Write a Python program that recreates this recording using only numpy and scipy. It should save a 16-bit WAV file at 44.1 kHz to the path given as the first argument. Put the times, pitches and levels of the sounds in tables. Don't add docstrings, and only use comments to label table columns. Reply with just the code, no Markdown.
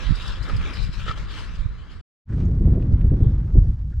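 import sys
import numpy as np
from scipy import signal
from scipy.fft import rfft, irfft, next_fast_len
from scipy.io import wavfile
from scipy.ndimage import uniform_filter1d, map_coordinates

SR = 44100
rng = np.random.default_rng(int(sys.argv[2]) if len(sys.argv) > 2 else 0)


def transcribe(signal):
    frames = np.atleast_2d(signal).T
    limited = np.clip(frames, -1, 1)
    pcm = np.round(limited * 32767).astype(np.int16)
    wavfile.write(sys.argv[1], SR, pcm)


N = 176400
T = np.arange(N) / SR
HZ = np.fft.rfftfreq(next_fast_len(N + 8192), 1 / SR)


def amp(db):
    return 10 ** (np.asarray(db) / 20)


def unit(x):
    return x / np.sqrt(np.mean(x ** 2) + 1e-20)


def along(points):
    hz, values = np.transpose(points)
    return np.interp(np.log(HZ + 1), np.log(hz + 1), values)


def curves(rows):
    times, *columns = np.transpose(rows)
    return [np.interp(T, times, column) for column in columns]


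def wobble(rate):
    return map_coordinates(rng.standard_normal(8192), [T * rate], mode="mirror")


def filtered(x, response):
    size = 2 * (len(HZ) - 1)
    return irfft(rfft(x, size) * response, size)[..., :N]


def soften(x, top_hz=9500):
    return filtered(x, 1 / np.sqrt(1 + (HZ / top_hz) ** 10))


def noise(tone):
    return unit(filtered(rng.standard_normal(N), amp(along(tone))))


def band(hz, octaves):
    peak = 1 / (1 + (np.log2((HZ + 1) / hz) / octaves) ** 2)
    return unit(filtered(rng.standard_normal(N), peak / (1 + (HZ / hz / 2) ** 2)))


def burst(start, attack_s, decay_s):
    age = np.maximum(T - start, 0)
    return (1 - np.exp(-age / attack_s)) * np.exp(-np.log(1000) * age / decay_s)


def swell(middle, width_s):
    return np.exp(-((T - middle) / width_s) ** 2 / 2)


# f/Hz, width/Hz, boost/dB
BODY_PEAKS = [(1220, 20, -5), (1318, 44, 0.5), (1647, 8.7, 11), (1750, 50, 5), (2335, 79, 5),
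              (2715, 35, 4.5), (3010, 17, 8.5), (3250, 30, 2), (4550, 45, 3), (5040, 52, 7),
              (7660, 330, 4.5)]
# f/Hz, likeness (1 = the same)
LIKENESS = [(100, 1), (500, 0.87), (1400, 0.81), (2600, 0.72), (5000, 0.32), (9000, 0.26)]
# f/Hz, level/dB
LEFT_LOUDER = [(200, -0.5), (550, 1.5), (1400, 2.5), (2800, 5), (5000, 2), (8000, 1)]
# f/Hz, phase/rad
LEFT_AHEAD = [(100, 0.4), (700, -0.31), (2900, -0.57), (4100, 0.43), (5200, 0.2)]

def friction(tone, grain_db, grain_rate, patchy_db):
    spectra = signal.stft(rng.standard_normal((2, N)), nperseg=512)[2]
    patches = rng.standard_normal(spectra.shape[1:])
    patches = uniform_filter1d(patches, size=6, axis=0)
    patches = uniform_filter1d(patches, size=12, axis=1)
    pair = signal.istft(spectra * amp(patchy_db * unit(patches)), nperseg=512)[1][:, :N]
    pair = pair * amp(grain_db * wobble(grain_rate))
    body = amp(sum(db / (1 + (2 * (HZ - hz) / width) ** 2) for hz, width, db in BODY_PEAKS))
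    spread = np.arccos(np.clip(along(LIKENESS), -1, 1)) / 2
    mid, side = filtered(pair, body * amp(along(tone)) * np.array([np.cos(spread), np.sin(spread)]))
    lean = amp(along(LEFT_LOUDER) / 2) * np.exp(1j * along(LEFT_AHEAD) / 2)
    return unit(filtered(np.array([mid + side, mid - side]), np.array([lean, 1 / lean])))


# t/s, level/dB, left minus right/dB
BREEZE = [(0, -37, -8.5), (.1, -21.5, -13.5), (.19, -34.5, -6), (.32, -27, 8.5), (.37, -30.5, -3),
          (.42, -33, 15.5), (.5, -23.5, 2.5), (.56, -19, -6), (.63, -26.5, 4.5), (.74, -33.5, 3),
          (.81, -24.5, 6.5), (.92, -30, 2), (1.1, -27.5, 1), (1.22, -29.5, -0.5), (1.44, -32.5, -3),
          (1.6, -28, -7), (1.8, -33, 3), (1.89, -39, -4), (1.96, -33.5, -2), (2.01, -39.5, -4.5)]
# f/Hz, level/dB
BREEZE_TONE = [(12, -14), (25, 3), (45, 3), (75, -3.5), (130, -11.5), (200, -17), (300, -44), (500, -43.5),
               (1000, -65.5), (3000, -120)]

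def breeze(gain_db=1, lump_db=2):
    wind_db, pan_db = curves(BREEZE)
    sides = []
    for sign in (1, -1):
        churn = unit(noise(BREEZE_TONE) * amp(lump_db * wobble(24.45)))
        sides.append(amp(wind_db + gain_db + sign * pan_db / 2) * churn)
    return np.array(sides)


# t/s, level/dB
RUSTLE = [(0, -37.5), (.13, -44.5), (.165, -41.5), (.2, -39.5), (.29, -38), (.41, -46.5), (.44, -42.5),
          (.6, -42), (.65, -40), (.83, -42), (.915, -49), (.94, -39), (.97, -43), (1, -38), (1.05, -44),
          (1.09, -36.5), (1.15, -49), (1.185, -39.5), (1.27, -50), (1.31, -41), (1.39, -37.5),
          (1.51, -49.5), (1.56, -47), (1.7, -56), (1.88, -57), (1.915, -49.5), (2.01, -59)]
# f/Hz, level/dB
RUSTLE_TONE = [(100, -18.5), (300, -1.5), (500, -1.5), (750, -7.5), (1000, 0.5), (1350, 5.5), (2000, 0.5),
               (3000, 2), (3900, 2), (4500, -2.5), (5050, -5), (5900, -10), (7500, -15.5), (8300, -20),
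               (10200, -25), (10900, -29.5), (12600, -30.5), (15000, -56)]

def rustle():
    return amp(curves(RUSTLE)[0] - 1) * friction(RUSTLE_TONE, grain_db=1, grain_rate=250, patchy_db=3)


# t/s, level/dB
RUB = [(0, -42.5), (.35, -47.5), (.5, -38.5), (.57, -45), (.68, -39.5), (.8, -47.5), (1.04, -56),
       (1.1, -45), (1.16, -45.5), (1.29, -49.5), (1.4, -46), (1.55, -51), (1.75, -54), (1.86, -53),
       (2.01, -54.5)]
# f/Hz, level/dB
RUB_TONE = [(100, -22), (250, 5), (450, -1.5), (700, -7.5), (920, -7), (1080, 0.5), (1320, 2), (1750, -6),
            (2100, -6), (3200, -47), (5000, -38.5), (8000, -52.5), (14000, -83)]

def rub():
    return amp(curves(RUB)[0]) * friction(RUB_TONE, grain_db=-0.5, grain_rate=140, patchy_db=0.5)


# t/s, level/dB, half width/s, left minus right/dB
SWIRLS = [(0.095, -14, 0.003, -18), (0.1089, -4.5, 0.0031, -26), (.123, -7.5, 0.0034, -17),
          (0.413, -12, 0.0062, 27), (.808, -15, 0.0045, 23), (0.894, -14, 0.0037, 7),
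          (1.098, -14, 0.0044, -10), (1.609, -16, 0.011, -14), (1.661, -8, 0.0051, -28),
          (2.684, -10, .0025, 0), (2.926, -7, 0.0077, -4.5), (3.119, -7, 0.0027, 0),
          (3.229, -8.5, 0.0041, 1.5), (3.245, -10, .003, -7), (3.578, -7, 0.0028, -6)]

def swirls(skew=0.81):
    thumps = np.zeros((2, N))
    for middle, db, width, pan_db in SWIRLS:
        u = (T - middle) / width
        pressure = (2 * u * u - 1 - skew * u) / (1 + u * u / 2) ** 4
        sides = amp(np.minimum([[pan_db], [-pan_db]], 0))
        thumps += amp(db) * sides * pressure
    return thumps


# t/s, level/dB, decay/s
SWISHES = [(.153, -38.5, 0.074), (.22, -47.5, 0.14), (.276, -36.5, 0.074), (.426, -42.5, 0.14),
           (.487, -49, 0.22), (0.564, -37.5, 0.057), (0.732, -44, 0.32), (.825, -41.5, 0.15),
           (.928, -48.5, 0.17), (1.175, -51, .1), (1.39, -48, 0.18), (1.546, -54, 0.093)]
# f/Hz, level/dB
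SWISH_TONE = [(1000, -28), (3500, -9), (5000, 10), (6000, -12.5), (7600, -7.5), (8500, -13), (10200, -12.5),
              (11000, -24), (12600, -20.5), (15000, -43)]

def swishes(attack_s=0.0014):
    level = sum(amp(db) * burst(start, attack_s, decay) for start, db, decay in SWISHES)
    return level * friction(SWISH_TONE, grain_db=0.5, grain_rate=420, patchy_db=1.2)


# t/s, level/dB, decay/s, extra ringing/dB
CATCHES = [(.497, -27, 0.025, -6), (1.063, -31.5, .03, 3), (1.08, -23.5, 0.045, 2),
           (1.094, -25.5, 0.044, 1), (1.1061, -26.5, 0.04, 1), (1.113, -27.5, 0.039, -2),
           (1.175, -29, 0.026, -6.5)]
# f/Hz, level/dB
SCRAPE_TONE = [(100, -35.5), (450, -6), (700, -13.5), (1050, -6), (1330, 7.5), (1550, -15), (2200, -13),
               (3500, -16), (4500, -19), (7000, -36.5), (14000, -65)]
# f/Hz, level/dB, decay/s
CASE_NOTES = [(470, -3.5, 0.024), (1314, 2.5, .032), (1743, -10, 0.034)]
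# f/Hz, level/dB
SNAP_TONE = [(200, -14), (450, 3), (900, -4.5), (1700, -0.5), (3500, -6.5), (5500, -15), (9000, -32),
             (15000, -69)]

def scuff(snap_db=-4.5, left_db=3):
    scrape, snap, ring = np.zeros((3, N))
    for start, db, decay, ring_db in CATCHES:
        scrape += amp(db) * burst(start, attack_s=0.003, decay_s=decay)
        snap += amp(db + snap_db) * burst(start, attack_s=0.00027, decay_s=0.011)
        for hz, note_db, note_decay in CASE_NOTES:
            note = burst(start, 0.0012, note_decay) * np.sin(2 * np.pi * hz * (T - start))
            ring += amp(db + ring_db + note_db + rng.normal(0, 1)) * note
    cloth = friction(SCRAPE_TONE, grain_db=-5, grain_rate=280, patchy_db=0.2)
    knock = ring + snap * noise(SNAP_TONE)
    return scrape * cloth + knock * amp([[left_db / 2], [-left_db / 2]])


# t/s, level/dB
RASP = [(.55, -66.5), (.65, -42.5), (.8, -44), (.9, -79), (1.01, -42.5), (1.1, -61), (1.38, -66),
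        (1.55, -82.5)]
# f/Hz, level/dB
RASP_TONE = [(1500, -20), (2400, -1), (2980, -2.5), (3500, -8.5), (4500, -30), (14000, -76)]

def rasp():
    return amp(curves(RASP)[0] - 2.5) * friction(RASP_TONE, grain_db=5, grain_rate=260, patchy_db=4.5)


# t/s, rumble level/dB, flutter level/dB
GALE = [(2.28, -27.5, -42), (2.32, -21.5, -29), (2.42, -16.5, -25), (2.52, -22, -24), (2.58, -16, -30),
        (2.69, -16.5, -21.5), (2.78, -15, -23), (2.86, -17.5, -25), (2.925, -13, -25), (2.98, -17.5, -30),
        (3.05, -17.5, -25.5), (3.09, -18.5, -33), (3.13, -16, -20.5), (3.17, -22.5, -27.5),
        (3.24, -12.5, -22.5), (3.31, -15, -27.5), (3.38, -26, -33.5), (3.44, -16.5, -34), (3.53, -23, -31),
        (3.555, -12, -24), (3.582, -9, -24.5), (3.62, -17.5, -31), (3.69, -12.5, -29), (3.75, -24.5, -47),
        (3.85, -23.5, -44), (3.93, -31.5, -39.5), (4, -11.5, -57)]
# f/Hz, level/dB
RUMBLE_TONE = [(10, -16.5), (22, -2), (45, 3), (85, -1), (125, -5.5), (200, -31.5), (400, -58),
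               (1000, -120)]
# f/Hz, level/dB
FLUTTER_TONE = [(50, -37), (100, 1.5), (145, 3), (210, -3.5), (330, -15), (500, -26.5), (650, -33.5),
                (1000, -49), (2000, -68), (5000, -90), (9000, -120)]
# f/Hz, level/dB
TEARING_TONE = [(200, -20.5), (440, 4), (800, -19), (2000, -41), (6000, -120)]

def gale(lump_db=1.94, flicker_db=1, tearing_db=-23, tearing_growth=2.8):
    deep_db, fast_db = curves(GALE)
    rumble = amp(deep_db) * unit(noise(RUMBLE_TONE) * amp(lump_db * wobble(15)))
    flutter = amp(fast_db + 1) * unit(noise(FLUTTER_TONE) * amp(flicker_db * wobble(70)))
    edge_db = fast_db.max() + tearing_db + tearing_growth * (fast_db - fast_db.max())
    tearing = amp(edge_db + 5.4 * wobble(99)) * noise(TEARING_TONE)
    return rumble + flutter + tearing


# t/s, rush level/dB, hiss level/dB
TREES = [(2.26, -59.5, -75), (2.32, -60.5, -69.5), (2.41, -53, -65.5), (2.54, -59, -73), (2.7, -56, -76),
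         (2.9, -57, -75), (3.03, -54, -75.5), (3.25, -56, -72), (3.42, -56, -74.5), (3.55, -61, -71),
         (3.68, -61, -71), (3.75, -65, -73.5), (3.8, -61.5, -77), (3.87, -67.5, -75.5), (3.93, -67, -73.5)]
# f/Hz, level/dB
RUSH_TONE = [(200, -8.5), (360, -1.5), (520, -1.5), (700, -2), (1250, -2.5), (1900, -8.5), (2600, -16.5),
             (4000, -22), (7000, -36), (12000, -79)]
# f/Hz, level/dB
HISS_TONE = [(1000, -19.5), (3000, -3), (4300, -3.5), (5800, -3.5), (7000, -9), (8600, -10.5),
             (9600, -27.5), (14000, -56.5)]

def trees(rush_flicker_db=1.63, hiss_flicker_db=2.5):
    rush_db, hiss_db = curves(TREES)
    rush = amp(rush_db + rush_flicker_db * wobble(120)) * noise(RUSH_TONE)
    hiss = amp(hiss_db + hiss_flicker_db * wobble(200)) * noise(HISS_TONE)
    return rush + hiss


# f/Hz, level/dB
CRACKLE_TONE = [(1000, -22.5), (3000, 4), (6000, 3), (8500, -10.5), (11000, -24.5), (15000, -48)]

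def crackles(per_second=12, base_db=-69, spread_db=4.5):
    hits = rng.random(N) < per_second / SR
    size = np.minimum(rng.exponential(size=N), 3)
    return filtered(hits * amp(base_db + spread_db * size), amp(along(CRACKLE_TONE)))


# t/s, level/dB, half width/s, f/Hz, width/octaves
GRIP_SLIDES = [(2.294, -56.5, 0.013, 1490, 0.37), (2.33, -52.5, 0.014, 1500, .4),
               (2.40, -59, 0.027, 2410, 0.66), (3.931, -57, 0.01, 1540, 0.15)]

def grip():
    return soften(sum(amp(db) * swell(middle, width) * band(hz, octaves)
                      for middle, db, width, hz, octaves in GRIP_SLIDES))


# t/s, level/dB, decay/s, f/Hz, width/octaves
TICKS = [(2.383, -62, .006, 7500, .7), (2.454, -64, 0.023, 6500, 0.16), (2.812, -58, 0.016, 3040, .35),
         (2.824, -54.5, 0.03, 2780, 0.54), (2.922, -65.5, 0.029, 4760, 0.4),
         (3.012, -50.5, 0.023, 2110, 0.49), (3.235, -58.5, 0.012, 7500, .7),
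         (3.419, -67, 0.0075, 7500, 0.59), (3.541, -65, .005, 7700, .8), (3.556, -67, .008, 5500, 0.7),
         (3.656, -71, .025, 5500, 0.4), (3.698, -67.5, 0.033, 3080, 0.17), (3.8, -74, .006, 7460, 0.64)]

def ticks(attack_s=0.00067, gain_db=6):
    return soften(sum(amp(db + gain_db) * burst(start, attack_s, decay) * band(hz, octaves)
                      for start, db, decay, hz, octaves in TICKS))


# t/s, level/dB, half width/s
SLAPS = [(2.617, -27, 0.0062), (2.677, -20, 0.0054), (2.726, -27.5, .006), (2.78, -21.5, 0.0052),
         (3.054, -27.5, 0.0061), (3.122, -27, 0.005), (3.141, -24, 0.0067), (3.179, -30.5, 0.0056),
         (3.218, -26.5, 0.0095), (3.562, -23.5, 0.0071), (3.581, -33, 0.0058)]
# f/Hz, level/dB
SLAP_TONE = [(80, -16), (170, 3.5), (300, 3), (420, -6), (580, -16.5), (750, -28.5), (1200, -45.5),
             (3000, -79.5), (6000, -120)]

def slaps():
    return sum(amp(db) * swell(middle, width) for middle, db, width in SLAPS) * noise(SLAP_TONE)


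# t/s, level/dB
WHISTLE = [(3.17, -82), (3.25, -63.5), (3.32, -71), (3.43, -89)]

def whistle():
    sounding = (T > WHISTLE[0][0]) * (T < WHISTLE[-1][0])
    return amp(curves(WHISTLE)[0]) * sounding * band(hz=3410, octaves=0.11)


def scene(stop_s=2.013, resume_s=2.252, fade_s=0.051):
    first = np.clip((stop_s - T) / .002, 0, 1)
    second = np.clip((T - resume_s) / fade_s, 0, 1) ** 2
    breezy = breeze() + rustle() + rub() + swishes() + scuff() + rasp()
    stormy = gale() + trees() + crackles() + grip() + ticks() + slaps() + whistle()
    return first * breezy + second * stormy + (first + second) * swirls()


def record(dry, top_hz=15600):
    return filtered(dry, HZ < top_hz)


dry = scene()
out = record(dry)
transcribe(out)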